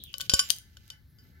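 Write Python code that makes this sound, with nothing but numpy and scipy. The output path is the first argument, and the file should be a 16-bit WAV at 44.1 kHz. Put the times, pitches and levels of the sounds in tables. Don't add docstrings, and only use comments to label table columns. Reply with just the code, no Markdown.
import sys
import numpy as np
from scipy import signal
from scipy.fft import rfft, irfft, next_fast_len
from scipy.io import wavfile

SR = 44100
rng = np.random.default_rng(int(sys.argv[2]) if len(sys.argv) > 2 else 0)


def int16_out(signal):
    q = np.round(np.clip(np.atleast_2d(signal).T, -1, 1) * 32767)
    wavfile.write(sys.argv[1], SR, q.astype(np.int16))


N = 61739
TIME = np.arange(N) / SR

# (frequency [Hz], density [dB per Hz])
FLOOR_SPECTRUM = [(20, -31.5), (42, -8), (68, 4), (130, -5.5), (250, -18.5), (500, -34.5), (1000, -41),
                  (1700, -34.5), (2700, -43), (4200, -34), (8500, -50.5), (12500, -38), (16000, -41.5)]
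FLOOR_DB = -56
NOISE_LIKENESS, NOISE_PAN_DB = 0.8, 2.5

# (time [s], level [dB])
HANDS_LEVEL = [(0, -56), (.15, -72.5), (.24, -56.5), (.45, -60), (.58, -70), (.77, -70), (1.12, -80.5),
               (1.24, -58), (1.4, -65.5)]
# (frequency [Hz], level [dB])
HANDS_SPECTRUM = [(30, -14.5), (130, 0.5), (250, -8.5), (500, -20), (1000, -39.5), (4000, -60)]

# (time [s], centre frequency [Hz], level [dB])
RUB_PATH = [(0, 3600, -51.5), (.045, 3600, -52.5), (.1, 2947, -53), (.135, 3000, -59.5)]
RUB_WIDTH_HZ, RUB_PAN_DB = 750, 1
RUB_RELEASE_S = 0.14

# (time [s], level [dB])
SHIFT_LEVEL = [(0, -59.5), (.19, -51.5), (.225, -53), (.26, -37), (.285, -71), (.33, -46), (.375, -26.5),
               (.41, -32.5), (.48, -38), (.55, -47.5), (.62, -64), (.83, -56.5), (.93, -53.5), (1.0, -80.5),
               (1.15, -79.5), (1.24, -60.5), (1.4, -69.5)]
SHIFTS_PER_S, SHIFT_T60_S = 3000, 0.011

# (time [s], level [dB], treble gain [dB])
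PIN_TICKS = [(0.0381, -28, 9), (0.1318, -37.5, 0.5), (.1828, -19, 2), (0.182, -27, -4),
             (0.2135, -14.5, 2.5), (0.4905, -19.5, -8), (0.564, -26, -2), (.5856, -29, 3.5),
             (.8795, -36.5, -7)]
# (frequency [Hz], gain [dB])
TICK_SPECTRUM = [(300, -26), (2000, -15.5), (4000, -7), (7000, -4), (8800, -9.5), (11500, -2), (16000, -3)]
TICK_T60_S, TICK_PAN_DB = 0.004, 7

# (time [s], clack level [dB], clack t60 [s], clack treble gain [dB],
# handle ring level [dB], ring tilt [dB/octave], favoured ring frequency [Hz],
# handle ring length factor [1], link ring level [dB], left over right [dB])
CHAIN_KNOCKS = [ (0.1408, -17.5, 0.015, -15, -19, -4, 3000, 0.64, -50, 22.5),
                (0.1993, -19, 0.075, -6, -24.5, -6, 3000, 1, -59, 11),
                (0.2075, -10, 0.034, -8, -31.5, -4, 3000, 0.49, -27, 3.5),
                (0.2132, -12, .012, -3.5, -25, -2, 3000, 1.6, -31, 12.5),
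                (0.2958, 1, .022, -10, -1, 0, 4695, 0.59, -28, 6.5),
                (0.3169, -16.5, .03, -6, -15, -4, 3000, 0.8, -29, 13.5),
                (.3368, -4.5, 0.028, 7.5, -0.5, 0, 7200, 1, -11.5, 6.5),
                (0.3415, -18.5, .02, 4.5, -3.5, 3, 7200, 0.82, -16, -1.5),
                (0.3927, -1, 0.035, -2.5, 3.5, 1, 1130, 0.96, -30, 3.5),
                (0.4979, -15, 0.051, -3.5, -25, -3, 3000, 0.74, -24, 15.5),
                (0.5032, 4.5, .016, 0, -17, -1.5, 1100, 0.37, 4, 10.5),
                (0.7697, -29.5, .025, -5, -29.5, -4, 1550, 0.23, -51, 4),
                (0.9021, -17, 0.018, -27, -27.5, -1, 3216, 1.47, -51, 4),
                (1.186, -50, .05, 1, -44.5, -2.5, 4850, 2.63, -46.5, 4.5), ]
# (frequency [Hz], level [dB], t60 before the length factor [s], left over right [dB])
HANDLE_MODES = [(545, -47, .3, 12), (1132, -39, .11, 8), (1510, -33, .13, -3), (2990, -29, .15, 1),
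                (3065, -22, .07, 4), (4753, -27, .04, 2), (4846, -19, .055, 0), (5437, -30, .12, -3),
                (5823, -28, .085, 3), (7197, -19, .06, 0), (7290, -31, .04, 1), (9937, -30, .12, -2)]
# (frequency [Hz], level [dB], t60 before the length factor [s], left over right [dB])
LINK_MODES = [(4850, -25, .045, -3), (9326, -20, .035, 10), (12500, -32, .1, 2), (13080, -25, .03, 8)]
# (frequency [Hz], gain [dB])
CLACK_SPECTRUM = [(200, -22.5), (700, -22.5), (1100, -18.5), (1700, -15.5), (2500, -7), (3100, 1.5),
                  (4500, -2), (6000, -3.5), (7600, -8.5), (8600, -13.5), (10000, -13), (11300, -12.5),
                  (13000, -9.5), (16000, -21.5)]
CRACK_DB, SCATTER_DB, TREBLE_HZ = 8, 12.5, 8000
FAVOUR_DB, FAVOUR_OCTAVES = 8.5, 0.3
RING_SPREAD_DB, RING_PAN_SHARE, LINK_LENGTH = 2.5, 0.3, 0.86
RIGHT_LAG_S = 0.00024

BENCH_DB, BENCH_T60_S, BENCH_ONSET_S = -17.5, 0.13, 0.004
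ROOM_DB, ROOM_T60_S, ROOM_ONSET_S = -18.5, 0.29, 0.005

THUMP_S, THUMP_DB, THUMP_HZ, THUMP_T60_S, THUMP_PAN_DB = 0.3368, -18, 66, 0.06, 24
SLAP_DB, SLAP_LOW_HZ, SLAP_HIGH_HZ = 22, 45, 176

# (time [s], level [dB])
SLIDE_LEVEL = [(0, -104), (.45, -67.5), (.6, -72), (.8, -82.5), (.94, -69.5), (1.05, -87.5), (1.17, -82),
               (1.25, -76), (1.31, -80), (1.37, -71.5)]
# (frequency [Hz], relative level [dB])
SLIDE_RESONANCES = [(860, -9.5), (1360, -5.5), (1520, 0), (1735, 1.5), (2040, 0.5), (2220, -6)]
SLIDE_WIDTH_HZ = 83

# (time [s], frequency [Hz], level [dB])
SQUEAK_PATH = [(1.05, 10850, -100), (1.08, 10850, -78), (1.13, 11100, -78), (1.18, 12400, -76),
               (1.245, 13100, -74), (1.3, 11900, -77), (1.37, 9800, -92)]
SQUEAK_WIDTH_HZ, SQUEAK_UPPER_RATIO = 100, 1.1

CUTOFF_HZ = 16000


def from_db(db):
    return 10 ** (np.asarray(db) / 20)


def unit(x):
    return x / np.sqrt(np.mean(x ** 2) + 1e-20)


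def pan(db):
    return from_db(np.array([[0], [-db]]))


def in_time(rows):
    s, *columns = np.transpose(rows)
    return [np.interp(TIME, s, column) for column in columns]


def dying(s, t60):
    age = TIME - s - np.array([[0], [RIGHT_LAG_S]])
    return (age >= 0) * from_db(-60 * np.maximum(age, 0) / t60)


def colour(x, points):
    size = next_fast_len(2 * N)
    hz, db = np.transpose(points)
    bins = np.maximum(np.fft.rfftfreq(size, 1 / SR), 1)
    gain = from_db(np.interp(np.log(bins), np.log(hz), db))
    cepstrum = irfft(np.log(gain), size)
    cepstrum[1:size // 2] *= 2
    cepstrum[size // 2 + 1:] = 0
    response = np.exp(rfft(cepstrum))
    return irfft(rfft(x, size) * response, size)[..., :N]


def low_pass(x, hz, order=2):
    sections = signal.butter(order, hz, fs=SR, output="sos")
    return signal.sosfilt(sections, x + 1e-18)


def coloured_noise(points):
    mid, side = rng.standard_normal((2, N))
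    opposed = side * np.array([[1], [-1]])
    noise = np.sqrt(1 + NOISE_LIKENESS) * mid + np.sqrt(1 - NOISE_LIKENESS) * opposed
    return pan(NOISE_PAN_DB) * unit(colour(noise, points))


def gliding_noise(hz, width_hz):
    real, imaginary = low_pass(rng.standard_normal((2, 2, N)), width_hz / 2, order=3)
    carrier = np.exp(2j * np.pi * np.cumsum(hz) / SR)
    return unit(np.real((real + 1j * imaginary) * carrier))


def background():
    return from_db(FLOOR_DB) * coloured_noise(FLOOR_SPECTRUM)


def hands_rumble():
    level_db, = in_time(HANDS_LEVEL)
    return from_db(level_db) * coloured_noise(HANDS_SPECTRUM)


def skin_rub():
    hz, level_db = in_time(RUB_PATH)
    after_s = np.maximum(TIME - RUB_PATH[-1][0], 0)
    level_db = level_db - 60 * after_s / RUB_RELEASE_S
    return from_db(level_db) * pan(RUB_PAN_DB) * gliding_noise(hz, RUB_WIDTH_HZ)


def contact(s, t60, treble_db):
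    envelope = dying(s, t60)
    chatter = unit(envelope * rng.standard_normal((2, N))) / np.sqrt(N)
    x = from_db(SCATTER_DB) * chatter
    x[[0, 1], np.argmax(envelope, axis=1)] += from_db(CRACK_DB)
    dull = low_pass(x, TREBLE_HZ, order=1)
    return dull + from_db(treble_db) * (x - dull)


def link_shuffle():
    level_db, = in_time(SHIFT_LEVEL)
    occurs = rng.random(N) < SHIFTS_PER_S / SR
    grains = occurs * rng.uniform(-1.1, 1, N) * from_db(level_db)
    one_contact = contact(0, SHIFT_T60_S, 0)
    shuffle = signal.fftconvolve(grains[None], one_contact, axes=1)[:, :N]
    return colour(shuffle, CLACK_SPECTRUM)


def pin_ticks():
    ticks = 0
    for s, level_db, treble_db in PIN_TICKS:
        ticks = ticks + from_db(level_db) * contact(s, TICK_T60_S, treble_db)
    return colour(pan(TICK_PAN_DB) * ticks, TICK_SPECTRUM)


def ring(modes, s, weight_db, length):
    out = 0
    for (hz, db, t60, pan_db), extra_db in zip(modes, weight_db):
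        level_db = db + extra_db + RING_SPREAD_DB * rng.standard_normal()
        phase = 2 * np.pi * (hz * TIME + rng.random()) - np.array([[0], [np.pi / 2]])
        out = out + from_db(level_db) * pan(pan_db) * dying(s, t60 * length) * np.sin(phase)
    return out


def chain_knocks():
    clacks, rings = 0, 0
    hz = np.array(HANDLE_MODES)[:, 0]
    for (s, clack_db, t60, treble_db, handle_db, tilt_db, favoured_hz,
         length, link_db, pan_db) in CHAIN_KNOCKS:
        clacks = clacks + from_db(clack_db) * pan(pan_db) * contact(s, t60, treble_db)
        tilt = tilt_db * np.log2(hz / np.median(hz))
        distance = np.log2(hz / favoured_hz) / FAVOUR_OCTAVES
        favour = FAVOUR_DB * np.exp(-distance ** 2)
        handle = ring(HANDLE_MODES, s, handle_db + tilt + favour, length)
        links = ring(LINK_MODES, s, np.full(len(LINK_MODES), link_db), LINK_LENGTH)
        rings = rings + pan(RING_PAN_SHARE * pan_db) * (handle + links)
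    return colour(clacks, CLACK_SPECTRUM) + rings


def room(x):
    early, late = rng.standard_normal((2, 2, N))
    bench = from_db(BENCH_DB) * unit(early * dying(BENCH_ONSET_S, BENCH_T60_S))
    tail = from_db(ROOM_DB) * unit(late * dying(ROOM_ONSET_S, ROOM_T60_S))
    response = (bench + tail) / np.sqrt(N)
    return signal.fftconvolve(x[:1], response, axes=1)[:, :N]


def palm_thump():
    oscillation = np.cos(2 * np.pi * THUMP_HZ * (TIME - THUMP_S))
    swing = from_db(THUMP_DB) * dying(THUMP_S, THUMP_T60_S) * oscillation
    push = from_db(SLAP_DB) * signal.unit_impulse(N, int(THUMP_S * SR))
    slap = low_pass(push, SLAP_HIGH_HZ, order=1) - low_pass(push, SLAP_LOW_HZ, order=1)
    return pan(THUMP_PAN_DB) * low_pass(swing + slap, hz=900)


def sliding_steel():
    level_db, = in_time(SLIDE_LEVEL)
    tones = 0
    for hz, db in SLIDE_RESONANCES:
        tones = tones + from_db(db) * gliding_noise(np.full(N, hz), SLIDE_WIDTH_HZ)
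    return from_db(level_db) * tones


def squeak():
    hz, level_db = in_time(SQUEAK_PATH)
    lower = gliding_noise(hz, SQUEAK_WIDTH_HZ)
    upper = gliding_noise(hz * SQUEAK_UPPER_RATIO, SQUEAK_WIDTH_HZ)
    return from_db(level_db) * (lower + upper)


def scene():
    chain = chain_knocks() + pin_ticks() + link_shuffle()
    reflected = room(chain)
    hands = palm_thump() + squeak() + skin_rub() + sliding_steel() + hands_rumble()
    return chain + reflected + hands + background()


def record(dry):
    sections = signal.ellip(10, 0.1, 80, CUTOFF_HZ, fs=SR, output="sos")
    return signal.sosfilt(sections, np.clip(dry, -1, 1))


dry = scene()
out = record(dry)
int16_out(out)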